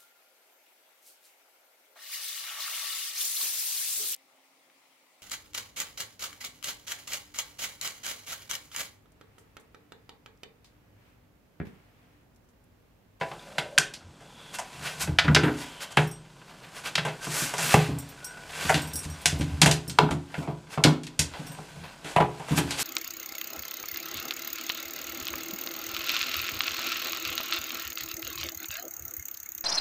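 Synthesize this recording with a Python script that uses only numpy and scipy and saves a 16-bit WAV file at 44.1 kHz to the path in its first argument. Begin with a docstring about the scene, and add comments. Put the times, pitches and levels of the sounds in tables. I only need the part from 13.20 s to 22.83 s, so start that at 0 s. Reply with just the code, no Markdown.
"""Small hallway with a hardwood floor: a dog shoves a long cardboard tube, heard from close above.
Knocks on door frames and boards are fibre-crunch noise through the modes of the cardboard wall;
heavy blows ring decaying sines of the boards and of the air in the tube.
Scraping is filtered grainy noise that follows the rubbing; collar tags are chatter through metal modes.
Fainter: whining tones, rolling weight, chance ticks, room reflections and the quiet of the house."""
import sys
import numpy as np
from scipy import signal
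from scipy.fft import rfft, irfft
from scipy.io import wavfile
from scipy.ndimage import uniform_filter1d

SR = 44100
rng = np.random.default_rng(int(sys.argv[2]) if len(sys.argv) > 2 else 0)


def log_audio(samples):
    """Write samples as a 16-bit WAV file to the path given in sys.argv[1]."""
    # one column per channel
    frames = np.atleast_2d(samples).T
    # limit to full scale, then quantise
    limited = np.clip(frames, -1, 1)
    pcm = np.round(limited * 32767).astype(np.int16)
    wavfile.write(sys.argv[1], SR, pcm)


N = 424683
TIME = np.arange(N) / SR

# tube strikes wood: t/s, hollow level/dB, crack level/dB, crack band centre f/Hz,
# edge level before trim/dB, contact t60/s, air boom level/dB, air overtone level/dB
KNOCKS = [(0.012, -28, -29.5, 1650, -74, 0.12, -42, -45), (0.1153, -40, -43, 2080, -70, .06, -52, -50.5),
          (0.3823, -31, -26.5, 2620, -37.5, 0.092, -41.5, -46),
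          (0.5794, -37, -17.5, 2400, -47, 0.023, -40, -45),
          (0.5849, -37.5, -39, 2730, -16.5, 0.013, -67, -66),
          (0.738, -78, -44.5, 3600, -43, 0.12, -73, -87.5), (1.0077, -54, -59, 2270, -59, 0.36, -58, -64),
          (1.3866, -34, -37.5, 2230, -33.5, .095, -68, -58),
          (1.875, -43, -40.5, 2030, -63, 0.1, -32.5, -38.5), (1.987, -26, -16, 2540, -64, 0.051, -55, -58),
          (2.046, -37.5, -35.5, 2510, -59, 0.086, -34, -36), (2.0808, -54, -25, 1490, -65, 0.073, -21, -37),
          (2.1484, -29, -18.5, 3600, -36, 0.048, -47, -48), (2.163, -24, -17, 2000, -47, 0.057, -31, -27.5),
          (2.2336, -34, -27, 1920, -42, .14, -23.5, -24), (2.2808, -49, -31, 1520, -63, 0.052, -55, -32),
          (2.771, -19, -17.5, 2000, -33, 0.086, -22.5, -30),
          (3.7543, -40, -24.5, 3300, -41, 0.055, -52, -52),
          (3.7782, -32.5, -26, 2410, -45, 0.1, -35.5, -50),
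          (3.8505, -31.5, -32.5, 2290, -38, 0.22, -39, -41), (3.884, -43, -39, 2440, -63, 0.1, -55, -50.5),
          (4.069, -40.5, -63, 2100, -49, 0.049, -37.5, -44), (4.338, -33, -35, 2200, -37, 0.068, -47, -46),
          (4.382, -35.5, -33, 2360, -29, 0.2, -46, -52),
          (4.5416, -15, -18.5, 1870, -24, 0.028, -18.5, -24.5),
          (5.4948, -18, -19.5, 1550, -27.5, 0.086, -36, -40.5),
          (5.5432, -41, -26.5, 3000, -31.5, 0.16, -30, -36.5),
          (6.0577, -36, -23.5, 2930, -17.5, 0.054, -41, -50), (6.063, -45, -30, 2920, -24, 0.2, -48, -58),
          (6.2102, -46, -38, 2850, -40, 0.13, -47, -46),
          (6.4172, -24.5, -17.5, 3180, -14.5, .086, -23, -37),
          (6.4597, -23.5, -21, 2500, -20.5, 0.13, -23.5, -31.5),
          (6.512, -39, -28, 3180, -22, 0.12, -49, -38), (6.697, -68, -42, 3650, -37, 0.099, -40, -59),
          (6.7877, -14.5, -19.5, 2610, -36, 0.021, -30, -26),
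          (6.8894, -33, -47, 1510, -63, 0.049, -56, -61), (6.9091, -34, -36.5, 2650, -37.5, .11, -26, -38),
          (7.1424, -37.5, -34.5, 1750, -59, 0.061, -60, -58),
          (7.2162, -42.5, -56, 2200, -56, 0.23, -55, -46), (7.2751, -36, -45, 1680, -90, 0.16, -33, -38),
          (7.5755, -28.5, -37.5, 1650, -72, .087, -29.5, -37.5),
          (7.6392, -33, -19, 3350, -20, .053, -36, -48), (7.647, -34, -24.5, 2700, -51, 0.14, -22, -19),
          (7.8345, -75, -49.5, 3250, -44.5, 0.14, -50, -62),
          (7.868, -59, -44.5, 3170, -45, 0.069, -52, -53), (7.9928, -67, -32.5, 3100, -18, 0.11, -33, -43),
          (8.137, -43.5, -43, 2560, -61, 0.3, -59, -56), (8.3868, -43, -57, 2120, -57, .086, -46, -50.5),
          (8.8454, -44, -42, 2640, -45, 0.61, -48, -46),
          (8.9621, -17.5, -22.5, 1780, -39, 0.12, -27.5, -37),
          (9.003, -18, -25.5, 1640, -47, 0.095, -24, -29), (9.1977, -40, -45, 1950, -51, 0.18, -45, -51),
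          (9.2845, -40, -41, 2320, -43, 0.28, -54, -51), (9.376, -31, -28, 2550, -33, 0.12, -27.5, -31.5),
          (9.5078, -43, -33, 3330, -32.5, 0.17, -55, -63), (9.587, -45, -34.5, 3000, -47, 0.11, -55, -50)]
# low modes of the floor: f/Hz, relative level/dB, t60/s
FLOOR_MODES = [(53, -33, 0.4), (66.5, -4, 1), (81, 11, 0.42)]
# lowest modes of the air in the tube: f/Hz, relative level/dB, t60/s
BOOM_MODES = [(128.6, -11.5, 0.46), (151.3, -1.5, 0.26), (157.5, -11.5, 0.56), (174.1, -12, 0.32)]


def knocks(rise_s=0.002, edge_trim_db=-4.0, crack_width=1.554, hollow_width=1.385,
           snap_t60_s=0.006, edge_snap_t60_s=0.011):
    """Each contact is a short crunch of fibres that rings the wall; a longer contact has a deeper hollow."""
    # sharp edge spectrum: f/Hz, relative level/dB
    edge_spectrum = [(3000, -1.5), (5000, 8.5), (7000, 8), (9500, 3), (12000, -6), (15000, -24.5)]
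    brief_contact_t60_s, brief_hollow_hz, sag_octaves_per_doubling = 0.049, 810, 0.12
    out, t, attack = np.zeros(N), np.arange(SR // 4) / SR, SR // 40
    for s, hollow_db, crack_db, crack_hz, edge_db, t60_s, _, _ in KNOCKS:
        stretch = max(t60_s / brief_contact_t60_s, 1)
        hollow_hz = brief_hollow_hz / stretch ** sag_octaves_per_doubling
        pressure = (fade(t, t60_s) + fade(t, snap_t60_s)) * np.minimum(t / rise_s, 1)
        force = even(grains(len(t), per_s=1900, spread_db=3.5) * pressure)
        hollow = wall(band(force, hollow_hz / hollow_width, hollow_hz * hollow_width))
        crack = wall(band(force, crack_hz / crack_width, crack_hz * crack_width))
        edge = colour(force * (1 + fade(t, edge_snap_t60_s)), edge_spectrum)
        sound = from_db(hollow_db) * rms_one(hollow, attack)
        sound += from_db(crack_db) * rms_one(crack, attack)
        sound += from_db(edge_db + edge_trim_db) * rms_one(edge, attack)
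        add(out, s - .0012, sound)
    return out


def wall(x):
    """The cardboard wall passes a force on and rings at its modes."""
    # f/Hz, width/Hz, level/dB
    wall_modes = [(566, 18, -8.5), (667, 9.9, -3), (760, 28, -10.5), (836, 33, -7.5), (993, 50, 0),
                  (1277, 57, -16), (1436, 270, 9), (1980, 82, -10), (2440, 35, -29), (2690, 85, -9),
                  (3320, 160, -13), (4100, 130, -17), (4800, 400, -9.5)]
    return x + sum(from_db(db) * resonance(x, hz, width_hz) for hz, width_hz, db in wall_modes)


def heavy_blows():
    """Knocks and paws reach the low modes: rows t/s, strongest overtone f/Hz, floor, boom, overtones/dB."""
    # soft, heavy paw blows: t/s, floor level/dB, tube boom level/dB
    paws = [(1.894, -34, -34.5), (2.043, -34, -42), (2.097, -30, -24), (4.222, -57, -38), (4.69, -41, -30),
            (4.745, -52, -36.5), (5.453, -39, -38), (5.551, -38, -32), (5.739, -41.5, -44.5),
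            (5.86, -37, -42), (6.059, -39, -43), (6.129, -31, -33.5), (6.2, -31, -28.5),
            (6.321, -31.5, -40), (6.432, -42, -23), (6.469, -32, -34), (6.68, -48, -42), (6.831, -42, -26),
            (6.912, -39, -33), (7.18, -46, -33), (7.673, -44, -23), (7.998, -36, -50), (8.196, -58, -39.5),
            (9.311, -39, -25.5), (9.447, -45, -37)]
    paw_overtone_hz, paw_overtones_below_boom_db = 272, 6
    knock_overtone_hz, overtone_octaves_per_db = 312.4, 0.04
    boom_lag_s, floor_below_boom_db = 0.00305, 18.5  # the air answers just after a knock, shaking the boards
    blows = [(s, paw_overtone_hz, floor_db, boom_db, boom_db - paw_overtones_below_boom_db)
             for s, floor_db, boom_db in paws]
    for s, hollow_db, *_, boom_db, overtones_db in KNOCKS:
        # more wall than air favours higher overtones
        brightness_db = np.clip(hollow_db - overtones_db, -1.5, 7)
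        hz = knock_overtone_hz * 2 ** (overtone_octaves_per_db * brightness_db)
        blows.append((s + boom_lag_s, hz, boom_db - floor_below_boom_db, boom_db, overtones_db))
    return blows


def thumps(rise_s=0.0037, db_per_octave=32, rumble_db=-9, rumble_t60_s=.22):
    """Heavy blows ring the boards and the air column, with a short rumble around the modes."""
    # upper modes of the air in the tube: f/Hz, relative level/dB, t60/s
    overtone_modes = [(248.1, -1.5, 0.49), (279.7, -3.5, 0.56), (302.6, -0.5, 0.36), (352.5, -4, 0.46),
                      (420.3, 4, 0.4), (470.5, 6.5, 0.2)]
    out, t, attack = np.zeros(N), np.arange(SR * 3 // 5) / SR, SR // 16
    for s, strongest_hz, *levels_db in heavy_blows():
        overtones = [(hz, db - db_per_octave * abs(np.log2(hz / strongest_hz)), t60_s)
                     for hz, db, t60_s in overtone_modes]
        for db, modes in zip(levels_db, (FLOOR_MODES, BOOM_MODES, overtones)):
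            burst = rng.standard_normal(len(t)) * fade(t, rumble_t60_s)
            rumble = band(burst, modes[0][0] * 1.12, modes[-1][0] * 1.29)
            tone = ring(modes, t) * np.minimum(t / rise_s, 1)
            blow = rms_one(tone, attack) + from_db(rumble_db) * rms_one(rumble, attack)
            add(out, s - .003, from_db(db) * rms_one(blow, attack))
    return out


def scraping(rasp_trim_db=-1, scuff_hiss_trim_db=-1, fizz_db=-6):
    """Cardboard drags over wood grain: steady rubbing with shoves on top; a few wall modes sing along."""
    # steady rubbing: t/s, rasp level before trim/dB
    rubbing = [(0, -55.5), (0.45, -55.5), (0.85, -68.5), (1.25, -54.5), (1.5, -52), (1.72, -42.5),
               (1.97, -58.5), (2.45, -47.5), (3.0, -64.5), (3.7, -52), (4.65, -51.5), (4.9, -53.5),
               (6.2, -48.5), (6.8, -58.5), (7.95, -65), (8.2, -50), (9.0, -58), (9.63, -39.5)]
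    # shoves that swell and fade: peak t/s, rasp level before trim/dB, half length/s,
    # hiss above rasp before trims/dB
    scuffs = [(1.352, -41.5, 0.012, 2.5), (1.666, -33.5, 0.026, -7.5), (1.823, -31.5, 0.016, 2),
              (2.41, -44, 0.029, 0), (2.629, -36, .014, -1.5), (2.721, -47, 0.011, 1),
              (2.816, -52, 0.031, 7.5), (3.296, -51, .012, -14), (3.444, -50, .016, -20),
              (3.58, -43.5, 0.024, -3), (3.67, -34, 0.019, -6), (4.047, -40, 0.021, 0.5),
              (4.199, -33.8, .068, 4), (4.457, -32, 0.059, 1.5), (4.527, -25.5, .02, -4.5),
              (4.588, -33, 0.062, -7.5), (4.317, -40.5, 0.035, -11), (5.479, -33.5, 0.096, -4),
              (5.845, -50.5, 0.013, 9.5), (7.188, -49.5, 0.05, -4), (7.536, -43, 0.021, -3),
              (8.662, -48.5, 0.038, -39), (8.902, -47.5, 0.033, 0.5), (9.34, -42, 0.042, -3),
              (9.383, -32, 0.013, 3.5), (9.614, -40.5, 0.019, 12.5)]
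    # wall modes under rubbing: f/Hz, width of each of two stages/Hz, level at the reference rasp/dB
    singing_modes = [(1183, 360, -55), (1510, 175, -51.5), (2370, 320, -56.5)]
    # spectra: f/Hz, relative level/dB
    hollow_spectrum = [(180, -9.5), (380, 8), (650, 10), (1000, 8), (1300, 2), (2200, -23.5)]
    rasp_spectrum = [(700, -24), (1150, 4.5), (1520, -4.5), (1750, 4), (2700, 7.5), (4500, 2), (7000, -15)]
    hiss_spectrum = [(3000, -4.5), (5000, 1.5), (7500, 2.5), (10000, -1.5), (12500, -10), (15000, -74)]
    # steady hollow and hiss levels at the reference rasp; hollow gains fewer dB per dB of rasp
    reference_rasp_db, hollow_db, hollow_db_per_rasp_db, hiss_db = -42.5, -47, 0.63, -47.5

    rasp = from_db(np.interp(TIME, *np.transpose(rubbing)))
    reference = from_db(reference_rasp_db)
    hiss = from_db(hiss_db) * rasp / reference
    for peak_s, db, half_s, bright_db in scuffs:
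        scuff = from_db(db) * swell(peak_s, half_s)
        rasp = np.hypot(rasp, scuff)
        hiss = np.hypot(hiss, scuff * from_db(bright_db + scuff_hiss_trim_db))
    effort = rasp / reference
    hollow = np.hypot(from_db(hollow_db) * effort ** hollow_db_per_rasp_db, rattle())

    friction = grains(N, per_s=220, spread_db=3.0)
    out = hollow * rms_one(wall(colour(friction, hollow_spectrum)))
    out += from_db(rasp_trim_db) * rasp * rms_one(wall(colour(friction, rasp_spectrum)))
    out += hiss * rms_one(colour(grains(N, per_s=750, spread_db=2.0), hiss_spectrum))
    for hz, width_hz, db in singing_modes:
        tone = resonance(resonance(rng.standard_normal(N), hz, width_hz), hz, width_hz)
        out += effort * from_db(db) * rms_one(tone)
    # the strongest hiss adds a fizz at the very top
    fizz = hiss ** 2 / hiss.max() * rms_one(band(friction, 8400, 14600))
    return out + from_db(fizz_db) * fizz


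def rattle(below_overtones_db=2.5, rise_s=0.021, t60_s=0.22):
    """Level of the tube settling on the boards after each heavy blow; powers add."""
    power, t = np.zeros(N), np.arange(SR) / SR
    settle = np.minimum(t / rise_s, 1) * fade(t, t60_s)
    for s, *_, overtones_db in heavy_blows():
        add(power, s, (from_db(overtones_db - below_overtones_db) * settle) ** 2)
    return np.sqrt(power)


def tags(trim_db=-13, chatter_t60_s=.038, tick_db=-5):
    """Small metal tags chatter briefly against each other as the dog moves its head."""
    # contacts: t/s, level before trim/dB
    tag_hits = [(2.872, -37), (2.913, -34), (4.786, -29.5), (4.888, -40), (5.045, -27), (5.618, -31.5),
                (5.673, -34.5), (5.734, -26), (5.756, -21.5), (5.791, -30), (5.899, -35.5), (6.015, -40),
                (6.189, -36), (6.678, -29), (8.268, -36), (8.318, -40)]
    # f/Hz, relative level/dB, t60/s
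    tag_modes = [(5690, -7.5, 0.21), (5440, -1, 0.058), (7300, -14, 0.18), (8300, -10, 0.047),
                 (8420, 0, 0.16), (9400, -19, .15), (10700, -12, 0.13), (10730, 0, 0.097),
                 (13400, -9, 0.13), (13660, -5, .12), (14100, -21, 0.12), (14300, -15, 0.12)]
    out, t, attack = np.zeros(N), np.arange(SR // 3) / SR, SR // 40
    for s, db in tag_hits:
        chatter = grains(len(t), per_s=1900, spread_db=4.0) * fade(t, chatter_t60_s)
        tone = rms_one(signal.fftconvolve(chatter, ring(tag_modes, t))[:len(t)], attack)
        tick = rms_one(band(chatter, 4600, 13000), attack)
        add(out, s, from_db(db + trim_db) * (tone + from_db(tick_db) * tick))
    return out


def whines():
    """Narrow, unsteady tones: rubbing keeps a single mode singing."""
    # peak t/s, half length/s, f/Hz, half the width of each of two stages/Hz, level/dB
    whine_rows = [(0.196, 0.0045, 3580, 150, -47.5), (0.468, 0.13, 573, 59, -46),
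                  (1.254, 0.13, 3380, 200, -55.5), (2.585, 0.21, 3120, 250, -53),
                  (4.043, 0.023, 1510, 60, -43), (5.12, 0.089, 1490, 50, -50),
                  (7.245, 0.013, 2280, 120, -48)]
    rub, out = rng.standard_normal(N), np.zeros(N)
    for peak_s, half_s, hz, half_width_hz, db in whine_rows:
        tone = resonance(resonance(rub, hz, 2 * half_width_hz), hz, 2 * half_width_hz)
        out += from_db(db) * swell(peak_s, half_s) * rms_one(tone)
    return out


def rolling():
    """Soft pads and slowly shifting weight drive the low modes without a blow."""
    # peak t/s, half length/s, floor level/dB, tube boom level/dB
    rolls = [(0.872, 0.023, -48, -60), (1.637, 0.054, -53.5, -46), (1.854, 0.051, -42, -43),
             (4.463, 0.036, -60, -37), (5.646, 0.2, -48, -46), (6.42, 0.027, -40, -33),
             (8.303, .05, -71, -43.5), (8.613, 0.051, -51, -45)]
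    out, push = np.zeros(N), band(rng.standard_normal(N), 43, 300)
    for k, modes in enumerate((FLOOR_MODES, BOOM_MODES)):
        # mode width from its decay time
        drone = rms_one(sum(from_db(db) * resonance(push, hz, np.log(1000) / (np.pi * t60_s))
                            for hz, db, t60_s in modes))
        out += drone * sum(from_db(levels_db[k]) * swell(s, half_s) for s, half_s, *levels_db in rolls)
    return out


def ticks(per_s=8, level_db=-58, spread_db=2, contact_t60_s=0.085, low_hz=500, high_hz=3200):
    """Faint chance touches of claws and teeth: decaying noise bursts through the cardboard wall."""
    force, t = np.zeros(N), np.arange(SR // 8) / SR
    for s in TIME[rng.random(N) < per_s / SR]:
        gain = from_db(level_db + spread_db * rng.standard_normal())
        add(force, s, gain * rng.standard_normal(len(t)) * fade(t, contact_t60_s))
    # make up for the power lost outside the band
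    return wall(band(force, low_hz, high_hz)) * np.sqrt(SR / 2 / (high_hz - low_hz))


def hallway(x, first_echo_s=0.0014, build_s=0.0068):
    """Dense reflections from close walls: decaying noise bands, the low mids lasting longest."""
    # f/Hz, t60/s
    hall_t60 = [(100, 0.11), (300, 0.54), (800, 0.32), (2000, 0.28), (5000, 0.25), (13000, 0.19)]
    t, edges_hz = np.arange(SR * 2 // 3) / SR, np.geomspace(60, 18000, 9)
    echoes = np.zeros(len(t))
    for low_hz, high_hz in zip(edges_hz, edges_hz[1:]):
        t60_s = at_hz(hall_t60, np.sqrt(low_hz * high_hz))
        echoes += band(rng.standard_normal(len(t)), low_hz, high_hz) * fade(t, t60_s)
    echoes *= np.clip((t - first_echo_s) / build_s, 0, 1)
    return signal.fftconvolve(x, echoes / np.linalg.norm(echoes))[:N]


def house_quiet(level_db=-54.5):
    """Steady coloured noise: the quiet of the house."""
    # f/Hz, relative level/dB
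    quiet_spectrum = [(15, -62), (25, 16), (81, -1), (142, 13), (383, 1), (978, -14), (1280, -10),
                      (1500, -8), (1670, -13.5), (3350, -12.5), (8320, -17.5), (13800, -54), (15000, -83)]
    return from_db(level_db) * rms_one(colour(rng.standard_normal(N), quiet_spectrum))


def from_db(db):
    """Decibels to gain."""
    return 10 ** (np.asarray(db) / 20)


def rms_one(x, size=None):
    """Scale so that the first size samples have rms 1."""
    return x / np.sqrt(np.mean(x[:size] ** 2) + 1e-20)


def fade(t, t60_s):
    """Exponential decay, -60 dB at t60_s."""
    return np.exp(-np.log(1000) * t / t60_s)


def swell(peak_s, half_s):
    """Bell-shaped rise and fall."""
    return np.exp(-.5 * np.minimum(((TIME - peak_s) / half_s) ** 2, 100))


def at_hz(points, hz):
    """Read a table on a log-frequency axis."""
    f, value = np.transpose(points)
    return np.interp(np.log(np.maximum(hz, 1)), np.log(f), value)


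def add(track, s, sound):
    """Mix a sound in at time s."""
    i = max(round(s * SR), 0)
    track[i:i + len(sound)] += sound[:N - i]


def band(x, low_hz, high_hz):
    """Butterworth band-pass."""
    edges_hz = [low_hz, min(high_hz, SR / 2 - 100)]
    return signal.sosfilt(signal.butter(2, edges_hz, "band", fs=SR, output="sos"), x)


def colour(x, spectrum):
    """Causal (minimum-phase) filter with the given spectrum, by folding the cepstrum."""
    size = 4096
    gain = from_db(at_hz(spectrum, np.fft.rfftfreq(size, 1 / SR)))
    cepstrum = irfft(np.log(gain))
    cepstrum[1:size // 2] *= 2
    cepstrum[size // 2 + 1:] = 0
    return signal.fftconvolve(x, irfft(np.exp(rfft(cepstrum))))[:len(x)]


def resonance(x, hz, width_hz):
    """Two-pole resonator with gain 1 at its top."""
    r = np.exp(-np.pi * width_hz / SR)
    zeros = np.array([1, 0, -1]) * (1 - r * r) / 2
    poles = [1, -2 * r * np.cos(2 * np.pi * hz / SR), r * r]
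    return signal.lfilter(zeros, poles, x)


def ring(modes, t):
    """One blow on a set of modes, each with a random sign and strength."""
    hz, db, t60_s = np.transpose(modes)[:, :, None]
    strength = from_db(db + rng.standard_normal(hz.shape)) * rng.choice([-1, 1], hz.shape)
    return np.sum(strength * np.sin(2 * np.pi * hz * t) * fade(t, t60_s), axis=0)


def grains(size, per_s, spread_db):
    """Fibres catching and letting go: noise whose strength glides to a new random value per_s times a second."""
    steps = np.clip(rng.standard_normal(size), -2, 2)
    strength = np.interp(np.arange(size) * min(per_s / SR, 1), np.arange(size), steps)
    return rms_one(rng.standard_normal(size) * from_db(spread_db * strength))


def even(force):
    """Level broad hills in a burst's spectrum, so that its colour comes from the struck body."""
    spectrum = rfft(force, 2 * len(force))
    smooth_power = uniform_filter1d(np.abs(spectrum) ** 2, size=400)
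    return irfft(spectrum / np.sqrt(smooth_power + 1e-12))[:len(force)]


def scene():
    """All sources and their reflections over the quiet of the house; same signal in both channels."""
    hits = knocks()
    lows = thumps() + rolling()
    drag = scraping() + whines() + tags() + ticks()
    room = hallway(from_db(-10.0) * hits + from_db(-9.5) * drag)
    return np.tile(hits + drag + lows + room + house_quiet(), (2, 1))


def record(dry, low_cut_hz=36, full_scale=.9, top_cut_hz=15200):
    """The microphone drops the deepest bass, the loudest peaks overload and the top is cut."""
    heard = signal.sosfilt(signal.butter(2, low_cut_hz, "high", fs=SR, output="sos"), dry)
    heard = heard / (1 + (heard / full_scale) ** 6) ** (1 / 6)  # soft limit
    return signal.sosfilt(signal.ellip(10, .1, 70, top_cut_hz, fs=SR, output="sos"), heard)


dry = scene()
out = record(dry)
log_audio(out)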